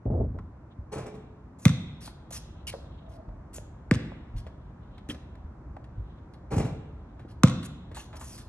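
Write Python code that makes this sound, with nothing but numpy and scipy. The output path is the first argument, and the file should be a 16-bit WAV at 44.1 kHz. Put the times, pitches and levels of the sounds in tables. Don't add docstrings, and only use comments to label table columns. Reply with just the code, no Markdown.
import sys
import numpy as np
from scipy import signal
from scipy.fft import rfft, irfft
from scipy.io import wavfile
from scipy.ndimage import uniform_filter1d

SR = 44100
rng = np.random.default_rng(int(sys.argv[2]) if len(sys.argv) > 2 else 0)


def int16_out(signal):
    q = np.round(np.clip(np.atleast_2d(signal).T, -1, 1) * 32767)
    wavfile.write(sys.argv[1], SR, q.astype(np.int16))


N = 373968
T = np.arange(N) / SR
LOG_HZ = np.log(np.maximum(np.arange(N // 2 + 1) * SR / N, 1))

# frequency in Hz, left-right correlation.
COHERENCE = [(30, 1), (70, 1), (290, 0.97), (640, 0.44), (1400, 0.71), (3100, -0.51), (7000, -0.18),
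             (10500, -0.28), (15000, -.9)]
# frequency in Hz, phase difference in radians.
PORT_PHASE = [(300, 0.23), (750, -1.5), (1400, 0.5), (2200, 0.64), (3000, 2), (4500, 1.92), (5800, 1.47),
              (8000, 1.41), (11000, 2.5), (15000, 3.5)]
# frequency in Hz, level in dB, T60 (time to fall 60 dB) in seconds.
REVERB_BANDS = [(60, -10.5, 0.95), (173, -14, 0.94), (300, -11, 1), (600, -8.5, 0.72), (1200, -12, 0.79),
                (2380, -11.5, 0.9), (3570, -6.5, 0.96), (4640, -10, 0.42), (7130, -13.5, 0.56),
                (9900, -18, 0.34), (12900, -30, 0.36)]

# frequency in Hz, level in dB.
RUMBLE_SPECTRUM = [(12, -60.5), (20, -30), (35, -10), (59, 2), (82, 0), (114, -19), (140, -19.5),
                   (170, -20.5), (220, -50.5), (370, -120)]
TOWN_SPECTRUM = [(65, -15), (110, 2), (150, -3), (174, -4.5), (325, -9.5), (444, -18), (536, -16.5),
                 (902, -19), (981, -17.5), (1090, -20.5), (1430, -25.5), (2200, -36), (3150, -47),
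                 (4800, -50), (6200, -50.5), (9910, -60), (16000, -76.5)]
RUSTLE_SPECTRUM = [(1200, -28.5), (2400, -9), (3150, -1), (3900, -3), (4700, -22), (7000, -33.5),
                   (12000, -55)]
BUFFET_SPECTRUM = [(25, -14), (60, 5.5), (100, 2.5), (170, -7), (280, -12), (500, -44.5), (1000, -81)]
FLUTTER_SPECTRUM = [(100, -7), (220, 1.5), (450, 7), (700, 3.5), (900, -11), (1200, -23), (2000, -52),
                    (6000, -60)]
THUD_SPECTRUM = [(25, -2), (55, 19), (90, 9), (140, -2.5), (220, -24), (400, -32), (900, -78)]
SNAP_SPECTRUM = [(300, -7.5), (900, -14), (1600, 2.5), (2300, -5.5), (3500, -7.5), (6000, -20),
                 (11000, -24), (16000, -24.5)]
SOLE_SPECTRUM = [(1500, -20.5), (3000, -19), (4400, -19.5), (5800, -15.5), (7500, -17), (10000, -10),
                 (11500, -11), (12800, -20.5), (16000, -47.5)]
GRIT_SPECTRUM = [(300, -11), (900, -11), (1500, 2.5), (2300, -5), (3100, -1), (4300, -0.5), (8000, -33),
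                 (16000, -60.5)]
CORD_SPECTRUM = [(1500, -5.5), (3000, -4.5), (4600, -8), (5800, -2), (7500, -5), (10000, -2), (11000, -5),
                 (12200, -19.5), (16000, -52)]
CLATTER_SPECTRUM = [(150, -2.5), (300, 4.5), (450, 0.5), (800, -2.5), (1200, -10.5), (1800, -15),
                    (2400, -16.5), (3200, -25.5), (5000, -31.5), (10000, -41.5)]
BOOM_SPECTRUM = [(30, -34), (70, 1.5), (120, 0), (170, 1.5), (260, -10.5), (400, -19), (900, -55.5)]
SKIN_SPECTRUM = [(300, -13), (1200, 2.5), (2100, -2), (3200, -2.5), (4600, -7.5), (6500, -7.5), (9500, -13),
                 (12000, -19.5), (16000, -46.5)]
CRACK_SPECTRUM = [(300, -23), (1200, 5.5), (2150, -4.5), (3000, -1), (3700, 4.5), (4600, -10.5),
                  (6000, -4.5), (8000, -6.5), (11000, -8), (13500, -7), (16000, -23)]

# peak time in seconds, level in dB, Gaussian half-width in seconds.
RUSTLES = [(0.722, -69, 0.013), (2.556, -72, 0.12), (2.98, -72.5, 0.099), (4.658, -82, 0.052),
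           (4.942, -69, 0.075), (6.098, -75.5, 0.099), (7.082, -81, 0.088)]
# start in seconds, hold in seconds, buffet in dB, flutter in dB.
GUSTS = [(0.055, 0.0052, -25, -35), (0.1, 0.018, -33.5, -34), (0.132, 0.065, -34.5, -35),
         (0.2, 0.027, -34.5, -37.5), (0.344, 0.019, -46, -46)]
# start in seconds, level in dB, decay in seconds.
THUDS = [(0.788, -32, 0.027), (3.278, -36, 0.067), (4.339, -25, 0.037), (5.091, -49, 0.02),
         (5.435, -35.5, 0.026), (5.704, -37, 0.022), (5.977, -27.5, 0.05)]
# start in seconds, knock level in dB, knock frequency in Hz,
# snap level in dB, decay in seconds.
TAPS = [(0.3873, -41, 980, -54.5, 0.006), (2.077, -41.5, 810, -43.5, 0.0062),
        (2.309, -39.5, 655, -62, 0.004), (2.726, -53, 700, -44.5, 0.007), (2.738, -31, 510, -68, 0.0099),
        (3.288, -43.5, 665, -63.5, 0.0038), (3.583, -33, 600, -44.5, 0.0021),
        (4.118, -38, 660, -63.5, 0.0047), (4.466, -42.5, 550, -50.5, 0.012),
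        (4.98, -60, 898, -49.5, 0.0067), (5.089, -30.5, 228, -46, 0.018), (5.105, -42, 474, -36.5, 0.0042),
        (5.146, -43.5, 600, -46, 0.0046), (5.354, -52, 600, -54, 0.0032), (5.766, -36.5, 780, -57, 0.0053),
        (5.842, -54, 701, -55.5, 0.0086), (7.194, -54, 724, -58, 0.024), (7.248, -40.5, 320, -72, 0.0088),
        (7.915, -46.5, 510, -54, 0.015), (7.966, -38, 920, -65, 0.013), (8.129, -45.5, 790, -53.5, 0.035),
        (8.21, -42.5, 930, -48, 0.015)]
# start in seconds, length in seconds, frequency in Hz, level in dB.
SQUEAKS = [(2.668, 0.03, 2910, -41), (2.676, 0.028, 2280, -48.5), (5.096, 0.0054, 3140, -32.5),
           (7.965, 0.044, 2820, -53.5)]
# start in seconds, length in seconds, final hiss level in dB, growth of the
# hiss in dB, grit level in dB, release in seconds.
SCUFFS = [(1.586, 0.073, -56.5, 6.5, -81, 0.0066), (2.005, 0.063, -48, 15, -60, 0.017),
          (2.305, 0.0075, -47, 3, -58, 0.012), (2.321, 0.05, -42, 1.5, -52, 0.014),
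          (2.669, 0.03, -41.5, -2.5, -56, 0.0068), (3.091, 0.075, -71.5, 1, -73.5, 0.0051),
          (3.53, 0.035, -45.5, 18, -66.5, 0.017), (4.362, 0.032, -58, 14, -58, .01),
          (5.087, 0.028, -50.5, -0.5, -50, 0.011), (6.335, 0.0089, -69, -5, -61, 0.0089),
          (7.281, 0.038, -66.5, 12, -65.5, 0.011), (7.627, 0.038, -46.5, 14, -51, 0.0037),
          (7.945, 0.057, -50, 2.5, -50.5, 0.03), (8.154, 0.018, -54.5, 5, -58, 0.01),
          (8.195, 0.1, -53, 1.5, -70, 0.027), (8.294, 0.061, -51, 10, -82, 0.046),
          (8.377, 0.037, -62, -3, -59, .007)]

# start in seconds, levels of clatter, cord hiss, boom, steel ring
# and bracket knock in dB, rise in seconds, decay in seconds.
HOOP_HITS = [(.917, -36.5, -45, -52, -41, -34.5, 0.018, 0.025),
             (.955, -41.5, -67, -34, -50.5, -50, .008, .07),
             (.975, -42.5, -57, -50.5, -49.5, -38, .009, 0.031),
             (1.06, -42.5, -54, -54, -42, -49.5, 0.0074, .016),
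             (1.138, -50.5, -70, -36.5, -60.5, -51, .01, 0.036),
             (6.504, -33, -49.5, -33, -48, -33, 0.019, 0.041),
             (6.529, -45, -61.5, -23.5, -55, -47, 0.0091, 0.033),
             (6.562, -41, -49, -29, -46, -45, .005, 0.027),
             (6.577, -39.5, -46, -40, -42, -31.5, 0.0062, .016),
             (6.597, -32.5, -58.5, -23, -36.5, -37, .0054, 0.028),
             (6.644, -42.5, -57.5, -28.5, -47.5, -43, .012, 0.037)]
# frequency in Hz, relative level in dB, decay in seconds.
BRACKET_MODES = [(437, 0.5, 0.017), (510, -6.5, .015), (807, -4.5, 0.02)]
# frequency in Hz, relative level in dB, T60 in seconds.
RIM_MODES = [(335, -16.5, 0.62), (428, -8.5, 0.92), (790, -16, 0.46), (1153, -13.5, 0.31),
             (2330, -18.5, 0.48), (2680, -27.5, 0.21), (3800, -30, 0.51), (4300, -26.5, 0.17),
             (5400, -23.5, .2), (5550, -29, 0.2)]
SHELL_MODES = [(400, -25.5, .05), (515, -16.5, 0.11), (633, -19.5, 0.084), (860, -26, .035),
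               (1192, -10, 0.019), (1560, -26, 0.035), (2120, -21.5, 0.022), (3600, -27.5, 0.016)]
CAVITY_MODES = [(1287, -55, 0.39), (1590, -59, .35), (2110, -53.5, .45), (2655, -53, 0.49),
                (3195, -60, 0.51), (3400, -50.5, 0.53), (3688, -55.5, .5), (3950, -57, .6), (4300, -60, .7),
                (5100, -59, 0.74)]
# arrival in seconds, slap in dB, slap decay in seconds, thump in dB.
REFLECTIONS = [(1.6808, -22, 0.00065, -34), (1.692, -31, .004, -17), (3.939, -30, 0.0018, -32),
               (3.946, -34, 0.0026, -37), (3.953, -39, 0.0041, -19.5), (7.474, -32.5, 0.00202, -30.5),
               (7.4815, -28.5, 0.0019, -34), (7.495, -35, 0.0044, -23.5)]
# start in seconds, crack in dB, crunch in dB, smack frequency in Hz, smack
# in dB, smack decay in seconds, smack sag as a ratio, slap in dB, shell ring in dB, thump in dB, delay of
# the thump's peak in seconds, its spread in log time, cavity ping in dB, favoured cavity mode in Hz.
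BOUNCES = [(1.6541, -1.5, -9.5, 2453, -15, .0009, .05, -24.5, -11.5, -3, 0.011, .37, -1, 2121),
           (3.9116, -18, -18, 2147, -11.5, 0.0013, 0.12, -15, -10.5, -10, 0.008, 0.65, -3, 1590),
           (7.4346, -4, -10.5, 2028, -7.5, 0.0013, 0.33, -13.5, -3.5, -1.8, 0.0096, 0.44, 2.5, 1287)]


def from_db(db):
    return np.exp(np.asarray(db) * (np.log(10) / 20))


def rms_one(x):
    return x / np.sqrt(np.mean(x ** 2) + 1e-20)


def over_hz(points):
    hz, value = np.transpose(points)
    return np.interp(LOG_HZ, np.log(hz), value)


def add(track, start, sound):
    at = max(round(start * SR), 0)
    track[at:at + len(sound)] += sound[:N - at]


def held(attack, length, release):
    t = T[:SR]
    return np.minimum(t / attack, 1) * np.exp(-np.clip((t - length) / release, 0, 20))


def burst(rise, decay):
    return held(rise, rise, decay)


def noise(spectrum, grain_db=0, ripple_db=0, ripple_hz=113.6):
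    clumps = np.resize(np.repeat(rng.uniform(-1, 1, N // 44), 44), N)
    grains = rng.standard_normal(N) * from_db(2 * grain_db * clumps)
    ripple = np.interp(np.exp(LOG_HZ) / ripple_hz, np.arange(1000), rng.standard_normal(1000))
    gain = from_db(over_hz(spectrum) + ripple_db * ripple)
    return rms_one(irfft(rfft(grains.astype(np.float32)) * gain.astype(np.float32), N))


def drift(rate_hz):
    return noise([(rate_hz / 10, 0), (rate_hz, -3), (10 * rate_hz, -50), (100 * rate_hz, -120)])


def steady(x):
    return rms_one(x / np.sqrt(uniform_filter1d(x ** 2, size=900) + 1e-3))


def wavering(hz, width_hz):
    detuning = (np.arange(SR // 2 + 1) - hz) / width_hz
    return rms_one(irfft(rfft(rng.standard_normal(SR)) / (1 + detuning ** 2), SR))


def click(spectrum):
    cepstrum = irfft(np.log(from_db(over_hz(spectrum))), N)
    causal = 2 * cepstrum * (T > 0) * (T < T[-1] / 2)
    pulse = irfft(np.exp(rfft(causal)), N)[:SR]
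    return pulse / np.abs(pulse).max()


def diffuse(gain=1):
    mid, side = rfft(rng.standard_normal((2, N)))
    coherence = np.clip(over_hz(COHERENCE), -1, 1)
    pair = np.sqrt((1 + coherence) / 2) * mid + np.sqrt((1 - coherence) / 2) * side * [[1], [-1]]
    return irfft(pair * gain, N)


def ports(x):
    phase = over_hz(PORT_PHASE) * np.minimum(np.exp(LOG_HZ) / PORT_PHASE[0][0], 1)
    return irfft(rfft(x) * np.exp(.5j * phase * [[1], [-1]]), N)


def wind_and_town(rumble_db=-46.5, town_db=-49, swell_s=2.6, rumble_swell_db=12, town_swell_db=2.5):
    to_go = np.maximum(1 - T / swell_s, 0)
    rumble = rms_one(diffuse(from_db(over_hz(RUMBLE_SPECTRUM))))
    town = rms_one(diffuse(from_db(over_hz(TOWN_SPECTRUM))))
    return (from_db(rumble_db - rumble_swell_db * to_go) * rumble
            + from_db(town_db - town_swell_db * to_go) * town)


def rustles(flicker_hz=25, flicker_db=3.5):
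    level = sum(from_db(db) * np.exp(-.5 * np.minimum(((T - peak_s) / half_s) ** 2, 60))
                for peak_s, db, half_s in RUSTLES)
    flicker = from_db(flicker_db * drift(flicker_hz))
    return level * flicker * rms_one(diffuse(from_db(over_hz(RUSTLE_SPECTRUM))))


def whine(hz=650, width_hz=40, peak_s=3.18, peak_db=-53.5, fade_db_per_s=45):
    return from_db(peak_db - fade_db_per_s * np.abs(T - peak_s)) * np.resize(wavering(hz, width_hz), N)


def gusts(attack_s=.0024, buffet_release_s=.1, flutter_release_s=.028):
    buffet, flutter = np.zeros((2, N))
    for start, hold, buffet_db, flutter_db in GUSTS:
        add(buffet, start, from_db(buffet_db) * held(attack_s, hold, buffet_release_s))
        add(flutter, start, from_db(flutter_db) * held(attack_s, hold, flutter_release_s))
    return buffet * steady(noise(BUFFET_SPECTRUM)) + flutter * noise(FLUTTER_SPECTRUM, grain_db=5.5)


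def court_reverb(x, gap_s=.0079, build_s=.0082):
    t, response = T[:2 * SR], 0
    field = rfft(diffuse()[:, :2 * SR])
    log_hz = np.log(np.arange(SR + 1) / 2 + 1)
    centres = np.log([row[0] for row in REVERB_BANDS])
    for (_, db, t60), this_band in zip(REVERB_BANDS, np.eye(len(REVERB_BANDS))):
        band = irfft(field * np.interp(log_hz, centres, this_band))
        rate = np.log(1000) / t60
        response += band * from_db(db) * np.sqrt(2 * rate / SR) * np.exp(-rate * (t - gap_s - build_s))
    onset = np.clip((t - gap_s) / build_s, 0, 1)
    return signal.fftconvolve(x[None], response * onset, axes=1)[:, :N]


def thuds(rise_s=.0046):
    level = np.zeros(N)
    for start, db, decay in THUDS:
        add(level, start, from_db(db) * burst(rise_s, decay))
    return level * steady(noise(THUD_SPECTRUM))


def taps(knock_q=3.8):
    knocks, snaps = np.zeros((2, N))
    for start, knock_db, hz, snap_db, decay in TAPS:
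        envelope = burst(.0002, decay)
        knock = signal.lfilter(*signal.iirpeak(hz, knock_q, fs=SR), envelope * rng.standard_normal(SR))
        knock = signal.lfilter(*signal.butter(2, 2 * hz, fs=SR), knock)
        add(knocks, start, from_db(knock_db) * knock * np.linalg.norm(envelope) / np.linalg.norm(knock))
        add(snaps, start, from_db(snap_db) * envelope)
    return knocks + snaps * noise(SNAP_SPECTRUM)


def squeaks(width_hz=170, attack_s=.0037, release_s=.008):
    chirps = np.zeros(N)
    for start, length, hz, db in SQUEAKS:
        add(chirps, start, from_db(db) * held(attack_s, length, release_s) * wavering(hz, width_hz))
    return chirps


def sand(grains_per_s=1200, size_db=2):
    ticks = (rng.random(N) < grains_per_s / SR) * rng.choice([-1, 1], N)
    sizes = from_db(size_db * np.minimum(rng.exponential(1, N), 3))
    return rms_one(irfft(rfft(ticks * sizes) * from_db(over_hz(SOLE_SPECTRUM)), N))


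def tread_rasp(to_go, hz=6500, width_hz=600, slowing=.25):
    pitch = hz * rng.uniform(.74, 1.2) * (1 + slowing * (to_go - .5))
    roughness = signal.lfilter(*signal.butter(2, width_hz, fs=SR), rng.standard_normal(SR))
    return rms_one(roughness * np.sin(2 * np.pi * np.cumsum(pitch) / SR))


def scuffs(attack_s=.002, catch_hz=45, catch_db=1.5, sand_db=-5, rubber_db=-2, tread_db=-4):
    hiss, grit, tread = np.zeros((3, N))
    for start, length, hiss_db, growth_db, grit_db, release_s in SCUFFS:
        slide = held(attack_s, length, release_s)
        to_go = np.maximum(1 - T[:SR] / length, 0)
        pressure = slide * from_db(hiss_db - growth_db * to_go ** 2)
        add(hiss, start, pressure)
        add(tread, start, from_db(tread_db) * pressure * tread_rasp(to_go))
        add(grit, start, slide * from_db(grit_db))
    rubber = from_db(rubber_db) * noise(SOLE_SPECTRUM, grain_db=.5, ripple_db=3.5)
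    friction = rubber + from_db(sand_db) * sand()
    catching = from_db(catch_db * drift(catch_hz))
    return catching * (hiss * friction + tread + grit * noise(GRIT_SPECTRUM, grain_db=2, ripple_db=3))


def plunge(cycles=2.47, contact_s=.004):
    return -np.sin(2 * np.pi * cycles * np.log(1 + T[:SR] / contact_s))


def thump(peak_s, spread):
    return plunge() * np.exp(-.5 * (np.log((T[:SR] + 1e-9) / peak_s) / spread) ** 2)


def hoop(board_hz=139, frame_db=-6, strike_s=.005, looseness=.009, rebound_s=6.559, rebound_db=-13.5):
    t = T[:SR]
    clatter, cords, boom, strikes = np.zeros((4, N))
    for start, clatter_db, cord_db, boom_db, ring_db, knock_db, rise, decay in HOOP_HITS:
        for envelope, db in ((clatter, clatter_db), (cords, cord_db), (boom, boom_db)):
            add(envelope, start, from_db(db) * burst(rise, decay))
        for hz, db, knock_s in BRACKET_MODES:
            mode = np.sin(2 * np.pi * hz * rng.uniform(.97, 1.03) * t)
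            add(strikes, start, from_db(knock_db + db) * burst(rise, knock_s) * mode)
        for hz, db, t60 in RIM_MODES:
            mode = wavering(hz, width_hz=hz * looseness)
            add(strikes, start, from_db(ring_db + db) * burst(strike_s, t60 / np.log(1000)) * mode)
    add(strikes, rebound_s, from_db(rebound_db) * thump(peak_s=.015, spread=.52))
    board = np.sin(2 * np.pi * board_hz * T) + from_db(frame_db) * steady(noise(BOOM_SPECTRUM))
    return (strikes + boom * board + clatter * noise(CLATTER_SPECTRUM, grain_db=1.5)
            + cords * noise(CORD_SPECTRUM, grain_db=3, ripple_db=6.5))


def smack(hz, decay_s, sag, rise_s=.00054):
    sagging_hz = hz / (1 + sag * T[:SR] / rise_s)
    return burst(rise_s, decay_s) * np.sin(2 * np.pi * np.cumsum(sagging_hz) / SR)


def shell_ring():
    t = T[:SR]
    return sum(from_db(db - 60 * t / t60) * np.sin(2 * np.pi * hz * t) for hz, db, t60 in SHELL_MODES)


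def cavity_ping(favoured_hz, favour_db=7):
    ping = np.zeros(SR)
    for hz, db, t60 in CAVITY_MODES:
        nearness = np.exp(-(np.log(hz / favoured_hz) / .1) ** 2)
        ping += from_db(db + favour_db * nearness - 60 * T[:SR] / t60) * wavering(hz, width_hz=25)
    return ping


def bounces(crunch_s=.001, rub_db=-23, rub_s=.018, slap_s=.003, buckle_hz=1250, buckle_db=-21):
    ball, skin = np.zeros((2, N))
    crack = click(CRACK_SPECTRUM)
    slap = burst(.00017, slap_s) * plunge()
    crunch = burst(.00034, crunch_s) + from_db(rub_db) * burst(.0013, rub_s)
    buckle = from_db(buckle_db) * burst(.0007, .0015) * np.sin(2 * np.pi * buckle_hz * T[:SR])
    for (start, crack_db, crunch_db, smack_hz, smack_db, smack_s, sag, slap_db, shell_db,
         thump_db, peak_s, spread, ping_db, favoured_hz) in BOUNCES:
        add(skin, start, from_db(crunch_db) * crunch)
        add(ball, start, from_db(crack_db) * crack + from_db(slap_db) * slap)
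        add(ball, start, from_db(smack_db) * smack(smack_hz, smack_s, sag))
        add(ball, start, from_db(thump_db) * thump(peak_s, spread))
        add(ball, start + .85 * peak_s, from_db(thump_db) * buckle)
        add(ball, start, from_db(shell_db) * shell_ring() + from_db(ping_db) * cavity_ping(favoured_hz))
    for arrival, slap_db, smear_s, thump_db in REFLECTIONS:
        add(skin, arrival, from_db(slap_db) * burst(.0006, smear_s))
        add(ball, arrival, from_db(thump_db) * thump(peak_s=.013, spread=.4))
    return ball + skin * noise(SKIN_SPECTRUM, grain_db=1.5)


def scene(hoop_echo_db=4, scuff_echo_db=1):
    ball, basket, shoes, hands = bounces(), hoop(), scuffs(), taps()
    echoes = court_reverb(ball + from_db(hoop_echo_db) * basket + from_db(scuff_echo_db) * shoes + hands)
    direct = ports(ball + basket + shoes + squeaks() + hands + thuds() + gusts() + whine())
    return direct + echoes + rustles() + wind_and_town()


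def record(dry, low_cut_hz=30, high_cut_hz=16200):
    thinned = signal.sosfilt(signal.butter(2, low_cut_hz, "high", fs=SR, output="sos"), dry)
    return signal.sosfilt(signal.ellip(10, .1, 80, high_cut_hz, fs=SR, output="sos"), thinned)


dry = scene()
out = record(dry)
int16_out(out)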